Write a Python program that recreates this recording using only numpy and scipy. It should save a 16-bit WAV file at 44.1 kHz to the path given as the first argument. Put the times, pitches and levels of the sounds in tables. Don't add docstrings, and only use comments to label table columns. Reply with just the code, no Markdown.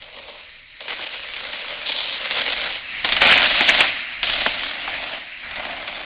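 import sys
import numpy as np
from scipy import signal
from scipy.fft import rfft, irfft, next_fast_len
from scipy.io import wavfile
from scipy.ndimage import uniform_filter1d, map_coordinates

SR = 44100
rng = np.random.default_rng(int(sys.argv[2]) if len(sys.argv) > 2 else 0)


def output_pcm(signal):
    pcm = np.clip(np.atleast_2d(signal).T, -1, 1) * 32767
    wavfile.write(sys.argv[1], SR, np.round(pcm).astype(np.int16))


def linear_from_db(decibels):
    return 10 ** (np.asarray(decibels, float) / 20)


N = 266794

# freq_hz, level_db
WIND_HZ_DB = [(8, -8), (25, 0), (45, -3), (80, -8), (120, -11), (200, -20), (400, -40)]
# time_s, level_db
GUSTS_S_DB = [(0.0, -54), (0.12, -57), (2.21, -54.5), (2.68, -49.5), (2.96, -53.5), (3.2, -39.5),
              (3.82, -42.5), (4.04, -57.5), (4.33, -41), (4.8, -53), (4.95, -44.5), (5.41, -63.5),
              (5.48, -47.5), (6.05, -55)]
# freq_hz, t60_s
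TREES_HZ_S = [(300, 0.43), (1000, 0.13), (2500, 1), (5000, 0.53)]
# freq_hz, level_db
FRAME_HZ_DB = [(60, -10), (130, -7), (255, 6), (310, 4.5), (410, -4), (520, -34)]
# freq_hz, width_hz, level_db
FRONT_MODES = [(437, 234, -4), (601, 98, 4), (1035, 320, -1.5)]
# freq_hz, width_hz, level_db
REAR_MODES = [(589.6, 120, 1), (723, 200, 2.5), (1170, 280, -8.5)]
# freq_hz, width_hz, level_db
RIM_MODES = [(1320, 64, 0.5), (2020, 91, 2), (2650, 140, -2), (3370, 390, -4.5)]
# time_s, rear_share_0_1
REAR_SHARE_S = [
    (0, 0),
    (2.3, 0.09),
    (3.2, 0.8),
    (4.001, 0.86),
    (6.05, 0.9),
]
# time_s, level_db
ROLLING_S_DB = [(0, -50), (.5, -43.5), (.65, -48), (.8, -44.5), (2.0, -35), (2.83, -36), (2.95, -31),
                (3.5, -26), (3.9, -24.5), (4.03, -30), (4.22, -32.5), (5.2, -35.5), (5.3, -37.5),
                (5.42, -36), (6.05, -40)]
# freq_hz, level_db
TREAD_HZ_DB = [(700, -26.5), (1300, -15.5), (1650, -11), (1850, -5.5), (2300, -2.5), (2650, 0), (3300, -2),
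               (4000, -33.5), (4500, -30.5)]
# freq_hz, level_db
GRIT_HZ_DB = [(900, -23), (1200, -9.5), (1450, -4), (1720, -5.5), (1900, -4), (2300, -1.5), (3500, 1.5),
              (3900, -16), (4300, -36.5)]
# freq_hz, level_db
SPRAY_HZ_DB = [(2700, -17), (3300, -6.5), (3800, 1.5), (4300, -5), (4650, -14), (5000, -22.5), (5400, -30)]
# start_s, length_s, grit_db, casing_re_grit_db, fine_share_0_1
BITES = [(0, .13, -46, -5.5, .7), (0.129, 0.24, -44.5, -1.5, 0.8), (0.8, 0.082, -39.5, -5, 0.8),
         (0.882, 0.15, -32.5, -8, .6), (1.051, 0.18, -35, -11, .6), (1.273, 0.15, -36, -13, 0.5),
         (1.399, .2, -33, -9, 0.67), (1.638, 0.2, -34.5, -7.5, .6), (1.857, 0.29, -30, -9.5, 0.92),
         (2.193, 0.095, -29, -10.5, 0.4), (2.301, 0.22, -25, -9.5, 0.67), (2.552, 0.16, -27.5, -9, 0.63),
         (3.038, 0.34, -27.5, -6.5, 0.7), (3.207, 0.16, -13, -8.5, 0.52), (3.405, 0.17, -19, -11, 0.67),
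         (3.605, 0.21, -19.5, -8, 0.75), (4.228, .14, -24.5, -10, 0.7), (4.377, .11, -25.5, -7.5, 0.7),
         (4.491, .2, -30, -9, 0.69), (4.722, 0.22, -32.5, -6.5, .4), (4.93, 0.22, -32.5, -4.5, .45),
         (5.423, .13, -37.5, -8, 0.1), (5.561, 0.2, -33, -2.5, 0.21), (5.801, .3, -34, -5.5, .45)]
# start_s, peak_db, pitch_hz, body_re_peak_db
PEBBLES = [(0.02, -24, 2910, -20), (0.805, -19, 2610, -16), (0.8794, -12.5, 2480, -15),
           (1.1932, -24.5, 1940, -14), (1.286, -19, 2760, -31), (1.3346, -15.5, 2820, -16.5),
           (1.363, -11, 3410, -21), (1.6814, -16.5, 3460, -19), (1.860, -18, 2610, -24.5),
           (1.918, -5.5, 3430, -26), (2.308, -6.5, 3190, -36), (2.356, -12.5, 3200, -8),
           (2.389, -8.5, 2630, -29), (3.045, 0.5, 2760, -13.5), (3.088, -5.5, 2370, -23.5),
           (3.121, 2.5, 2685, -22), (3.164, -0.5, 2730, -28), (3.2163, 4.5, 2000, -10.5),
           (3.6062, -2.8, 2264, -3.5), (3.688, 5.5, 2114, -13.5), (3.8039, 7, 2720, -16),
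           (4.2288, -0.5, 3470, -25), (4.296, -6, 2960, -16.5), (4.462, -9, 2810, -1.5),
           (4.6327, -12.5, 2106, -18), (4.876, -13.5, 1817, -4.5), (5.509, -18, 2604, -9.5),
           (5.650, -16, 1995, -9), (5.877, -15, 2390, -17), (5.556, -15.5, 2890, -18)]
# time_s, overload_db, pitch_hz
CLOSE_STONES = [(3.2215, 1.5, 2370), (3.2598, -0.5, 2525), (3.273, 1.2, 2550), (3.3037, 0.7, 2015),
                (3.3144, 1.5, 3040), (3.3258, 3, 2640), (3.3253, 2.2, 1590), (3.3297, 1, 2480),
                (3.338, 0, 2360), (3.341, 1, 2150), (3.379, 1.5, 2156), (3.6097, 1.5, 2080),
                (3.6921, 3, 2010), (3.6957, 3.6, 2040), (3.699, 2, 2240), (3.707, 0.9, 2360),
                (3.8065, 1.85, 2445), (3.8084, 2.5, 2750), (4.4637, 0.5, 1670)]
# freq_hz, level_db
IMAGE_HZ_DB = [(4000, 0), (4200, -5), (4520, -14), (4840, -25), (5160, -38), (5320, -53), (5400, -68)]
# freq_hz, level_db
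PUSH_HZ_DB = [(300, -27.5), (480, 4.0), (1300, -2.5), (2000, -21.5)]
# freq_hz, level_db
SNAP_HZ_DB = [(500, -25.5), (1500, -8), (3000, 1.5), (4400, -5), (5300, -15.5)]
# freq_hz, level_db
CLICK_HZ_DB = [(300, -4.5), (1200, 3.0), (3600, 2.5), (4600, -10.0), (9000, -21.5)]

BITE_S, LET_GO_DB_PER_S = 0.017, 136.5
ROLL_CASING_DB, ROLL_SPRAY_DB, ROLL_FRAME_DB = -18.5, -7, -24.5
ROLL_FINE_SHARE, ROLL_DULLS_SHARE = 0.35, 0.14
SPRAY_DB, SPRAY_FINE_DB = -19.5, 19.5
FRAME_DB, FRAME_REAR_DB = -13.5, 2
SNAP_DB = -9.5
SWELL_S, SPATTER_S, THUD_DB = 0.0027, 0.017, -13
SMALL_DB, SMALL_SPREAD_DB = 10.5, 3
SMALL_HZ, SMALL_BODY_DB = 2550, -21.5
FULL = 0.7
SAMPLED_HZ, TOP_HZ = 8000, 5400
EDGE_HZ, EDGE_DB = 3766, -6


def unit(x):
    return x / np.sqrt(np.mean(x ** 2) + 1e-20)


def noise():
    return rng.standard_normal(N)


def over_time(points):
    return np.interp(np.arange(N) / SR, *np.transpose(points))


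def along(points, hz):
    f, v = np.transpose(points)
    return np.interp(np.log(hz + 1), np.log(f + 1), v, left=v[0] - 60, right=v[-1] - 60)


def wobble(rate_hz):
    knots = rng.standard_normal(int(N * rate_hz / SR) + 4)
    return map_coordinates(knots, [np.arange(N) * rate_hz / SR])


def filtered(x, response):
    m = next_fast_len(N + SR // 2)
    return irfft(rfft(x, m) * response(np.fft.rfftfreq(m, 1 / SR)), m)[:N]


def coloured(x, spectrum):
    def response(hz):
        cepstrum = irfft(np.log(linear_from_db(along(spectrum, hz)) + 1e-5))
        half = len(cepstrum) // 2
        cepstrum[1:half] *= 2
        cepstrum[half + 1:] = 0
        return np.exp(rfft(cepstrum))
    return filtered(x, response)


def modes(x, table):
    def response(f):
        total = 0
        for k, (c, w, db) in enumerate(table):
            total = total + (-1) ** k * linear_from_db(db) * 1j * f * w / (c * c - f * f + 1j * f * w)
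        return total
    return filtered(x, response)


def steady(x):
    return x / np.sqrt(np.abs(uniform_filter1d(x ** 2, SR // 6)) + 1e-12)


def patchy(x, depth_db):
    z = signal.stft(x, nperseg=512)[2]
    field = uniform_filter1d(rng.standard_normal(z.shape), size=4, axis=0)
    field = uniform_filter1d(field, size=9, axis=1)
    return unit(signal.istft(z * linear_from_db(depth_db * unit(field)), nperseg=512)[1][:N])


def wind():
    level_db = over_time(GUSTS_S_DB) - 1.0 + 1.5 * wobble(3.7) + 0.95 * wobble(42)
    return linear_from_db(level_db) * unit(coloured(noise(), WIND_HZ_DB))


def trees(x):
    hz, t, z = signal.stft(rng.standard_normal(SR // 2), SR, nperseg=256)
    t60_s = np.interp(hz, *np.transpose(TREES_HZ_S))
    tail = signal.istft(z * linear_from_db(-60 * t / t60_s[:, None]), SR, nperseg=256)[1]
    return signal.fftconvolve(np.pad(x, (500, 0)), tail / np.linalg.norm(tail))[:N]


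def casing(x):
    rear = over_time(REAR_SHARE_S)
    return np.sqrt(1 - rear) * modes(x, FRONT_MODES) + np.sqrt(rear) * modes(x, REAR_MODES)


def crackle(per_s, spread_db, cap_db, clump_db):
    draw = rng.random((3, N))
    clumps_db = clump_db * (wobble(45) + wobble(140))
    size = linear_from_db(np.minimum(clumps_db - spread_db * np.log(draw[1] + 1e-9), cap_db))
    return steady(size * np.sign(draw[2] - 0.5) * (draw[0] < per_s / SR))


def graded(x, fine):
    def rim(f):
        return linear_from_db(sum(db / (1 + ((f - c) / w) ** 2) for c, w, db in RIM_MODES))
    rung = filtered(x, rim)
    low = filtered(rung, lambda f: np.clip((3100 - f) / 1200, 0, 1))
    return unit(np.sqrt(1 - fine) * low + np.sqrt(fine) * (rung - low))


def ride():
    t = np.arange(N) / SR
    roll = linear_from_db(2 * over_time(ROLLING_S_DB))
    grit, body, spray, fine = np.zeros((4, N))
    for s, length_s, db, casing_db, share in BITES:
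        fall_db = LET_GO_DB_PER_S * np.maximum(t - s - length_s, 0)
        bite = np.clip((t - s) / BITE_S, 0, 1) * linear_from_db(2 * (db - fall_db))
        grit = grit + bite
        fine = fine + share * bite
        body = body + bite * linear_from_db(2 * casing_db)
        spray = spray + bite * linear_from_db(2 * (SPRAY_DB + SPRAY_FINE_DB * share))
    roll_fine = ROLL_FINE_SHARE - ROLL_DULLS_SHARE * over_time(REAR_SHARE_S)
    return roll, grit, body, spray, np.clip((fine + roll_fine * roll) / (grit + roll), 0, 1)


def tyres():
    rolling, biting, ringing, spraying, fine = ride()
    dig = biting / (biting + rolling)
    rear = over_time(REAR_SHARE_S)
    breaks = crackle(per_s=3000, spread_db=3.5, cap_db=18, clump_db=3.0)

    def level(power, roll_db):
        return np.sqrt(power + rolling * linear_from_db(2 * roll_db))

    def drive(share):
        return np.sqrt(dig * share) * breaks + np.sqrt(1 - dig * share) * noise()

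    tread = unit(coloured(noise(), TREAD_HZ_DB))
    grit = np.sqrt(dig) * unit(coloured(drive(0.85), GRIT_HZ_DB)) + np.sqrt(1 - dig) * tread
    grit = level(biting, 0) * patchy(graded(grit, fine), depth_db=2.0)
    body = level(ringing, ROLL_CASING_DB) * unit(casing(coloured(drive(1.0), PUSH_HZ_DB)))
    spray = level(spraying, ROLL_SPRAY_DB - 6 * rear) * unit(coloured(drive(0.75), SPRAY_HZ_DB))
    shaking = ringing * linear_from_db(2 * (FRAME_DB + FRAME_REAR_DB * rear))
    frame = level(shaking, ROLL_FRAME_DB) * unit(coloured(drive(0.55), FRAME_HZ_DB))
    snaps = coloured(crackle(per_s=140, spread_db=3.0, cap_db=14.5, clump_db=-1.5), SNAP_HZ_DB)
    snaps = linear_from_db(SNAP_DB) * np.sqrt(biting) * unit(snaps)
    return grit + body + spray + frame + snaps


def small_stones(count):
    draw = rng.standard_normal((count, 4))
    at = (np.arange(count) + 0.5 + 0.4 * draw[:, 0]) * N / count
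    at = np.clip(at, 0, N - 1).astype(int)
    grit_db = 10 * np.log10(ride()[1][at] + 1e-12)
    peak_db = grit_db + SMALL_DB + SMALL_SPREAD_DB * np.tanh(draw[:, 1])
    pitch_hz = np.clip(SMALL_HZ * np.exp(0.42 * draw[:, 2]), 1200, 4200)
    return list(zip(at / SR, peak_db, pitch_hz, SMALL_BODY_DB + 5 * draw[:, 3]))


def stones():
    bright, knock = np.zeros((2, N + SR))
    t = np.arange(SR // 10) / SR
    swell = (1 - 0.92 * np.exp(-t / SWELL_S)) * linear_from_db(-20 * t / SPATTER_S)
    for s, db, hz, body_db in [*PEBBLES, *small_stones(count=45)]:
        spatter = swell * linear_from_db(2.27 * rng.standard_normal(len(t))) * rng.standard_normal(len(t))
        spatter[round(0.002 * SR)] += 6.5
        click = signal.lfilter(*signal.iirpeak(hz, 1.2, SR), spatter)
        peak = np.abs(click).max()
        bright[round(s * SR):][:len(t)] += linear_from_db(db + 1.9) * click / peak
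        knock[round(s * SR):][:len(t)] += linear_from_db(db + body_db + 12.0) * spatter / peak
    bright, knock = bright[:N], knock[:N]
    thud = linear_from_db(THUD_DB) * coloured(knock, FRAME_HZ_DB)
    return coloured(bright, CLICK_HZ_DB) + casing(knock) + thud


def cracks(x):
    out = x.copy()
    t = np.arange(-50, 51) / SR
    bell = np.cos(np.pi * t / (2 * t[-1])) ** 2
    for s, db, hz in CLOSE_STONES:
        here = slice(round(s * SR) - 50, round(s * SR) + 51)
        ring = FULL * linear_from_db(db) * rng.choice([-1, 1]) * np.cos(2 * np.pi * hz * t)
        out[here] = out[here] * (1 - bell) + bell * ring
    return out


def scene():
    bike = tyres() + stones()
    mix = bike + linear_from_db(-16) * trees(bike) + wind()
    held = mix / (1 + np.abs(mix / 0.55) ** 5) ** (1 / 5)
    return cracks(held)[None]


def sampled(x):
    half_hz = SAMPLED_HZ / 2

    def kept_filter(hz):
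        return (hz < half_hz) * linear_from_db(EDGE_DB * np.clip((hz - EDGE_HZ) / (half_hz - EDGE_HZ), 0, 1))

    def image_filter(hz):
        return (hz > half_hz) * (hz < TOP_HZ) * linear_from_db(along(IMAGE_HZ_DB, hz))

    kept = filtered(x, kept_filter)
    mirror = 2 * kept * np.cos(2 * np.pi * SAMPLED_HZ * np.arange(N) / SR)
    return kept + filtered(mirror, image_filter)


def overtones(clipping):
    def upper(hz):
        return np.clip((hz - TOP_HZ) / 300, 0, 1) * np.clip((10200 - hz) / 400, 0, 1)
    window = np.hanning(3800) ** 3
    power = signal.fftconvolve(filtered(clipping, upper) ** 2, window / window.sum(), "same")
    hiss = unit(filtered(noise(), lambda hz: upper(hz) * (TOP_HZ / (hz + 1)) ** 2.4))
    return np.sqrt(np.abs(power)) * hiss


def roll_off(x):
    return signal.sosfilt(signal.butter(12, 15870, fs=SR, output="sos"), x)


def record(dry):
    narrow = sampled(dry[0])
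    clipped = np.clip(narrow, -FULL, FULL)
    dulled = filtered(clipped, lambda hz: linear_from_db(-16 * np.clip((hz - 9800) / 400, 0, 1)))
    mix = dulled + linear_from_db(-11) * overtones(clipped - narrow)
    return roll_off(mix[None])


dry = scene()
out = record(dry)
output_pcm(out)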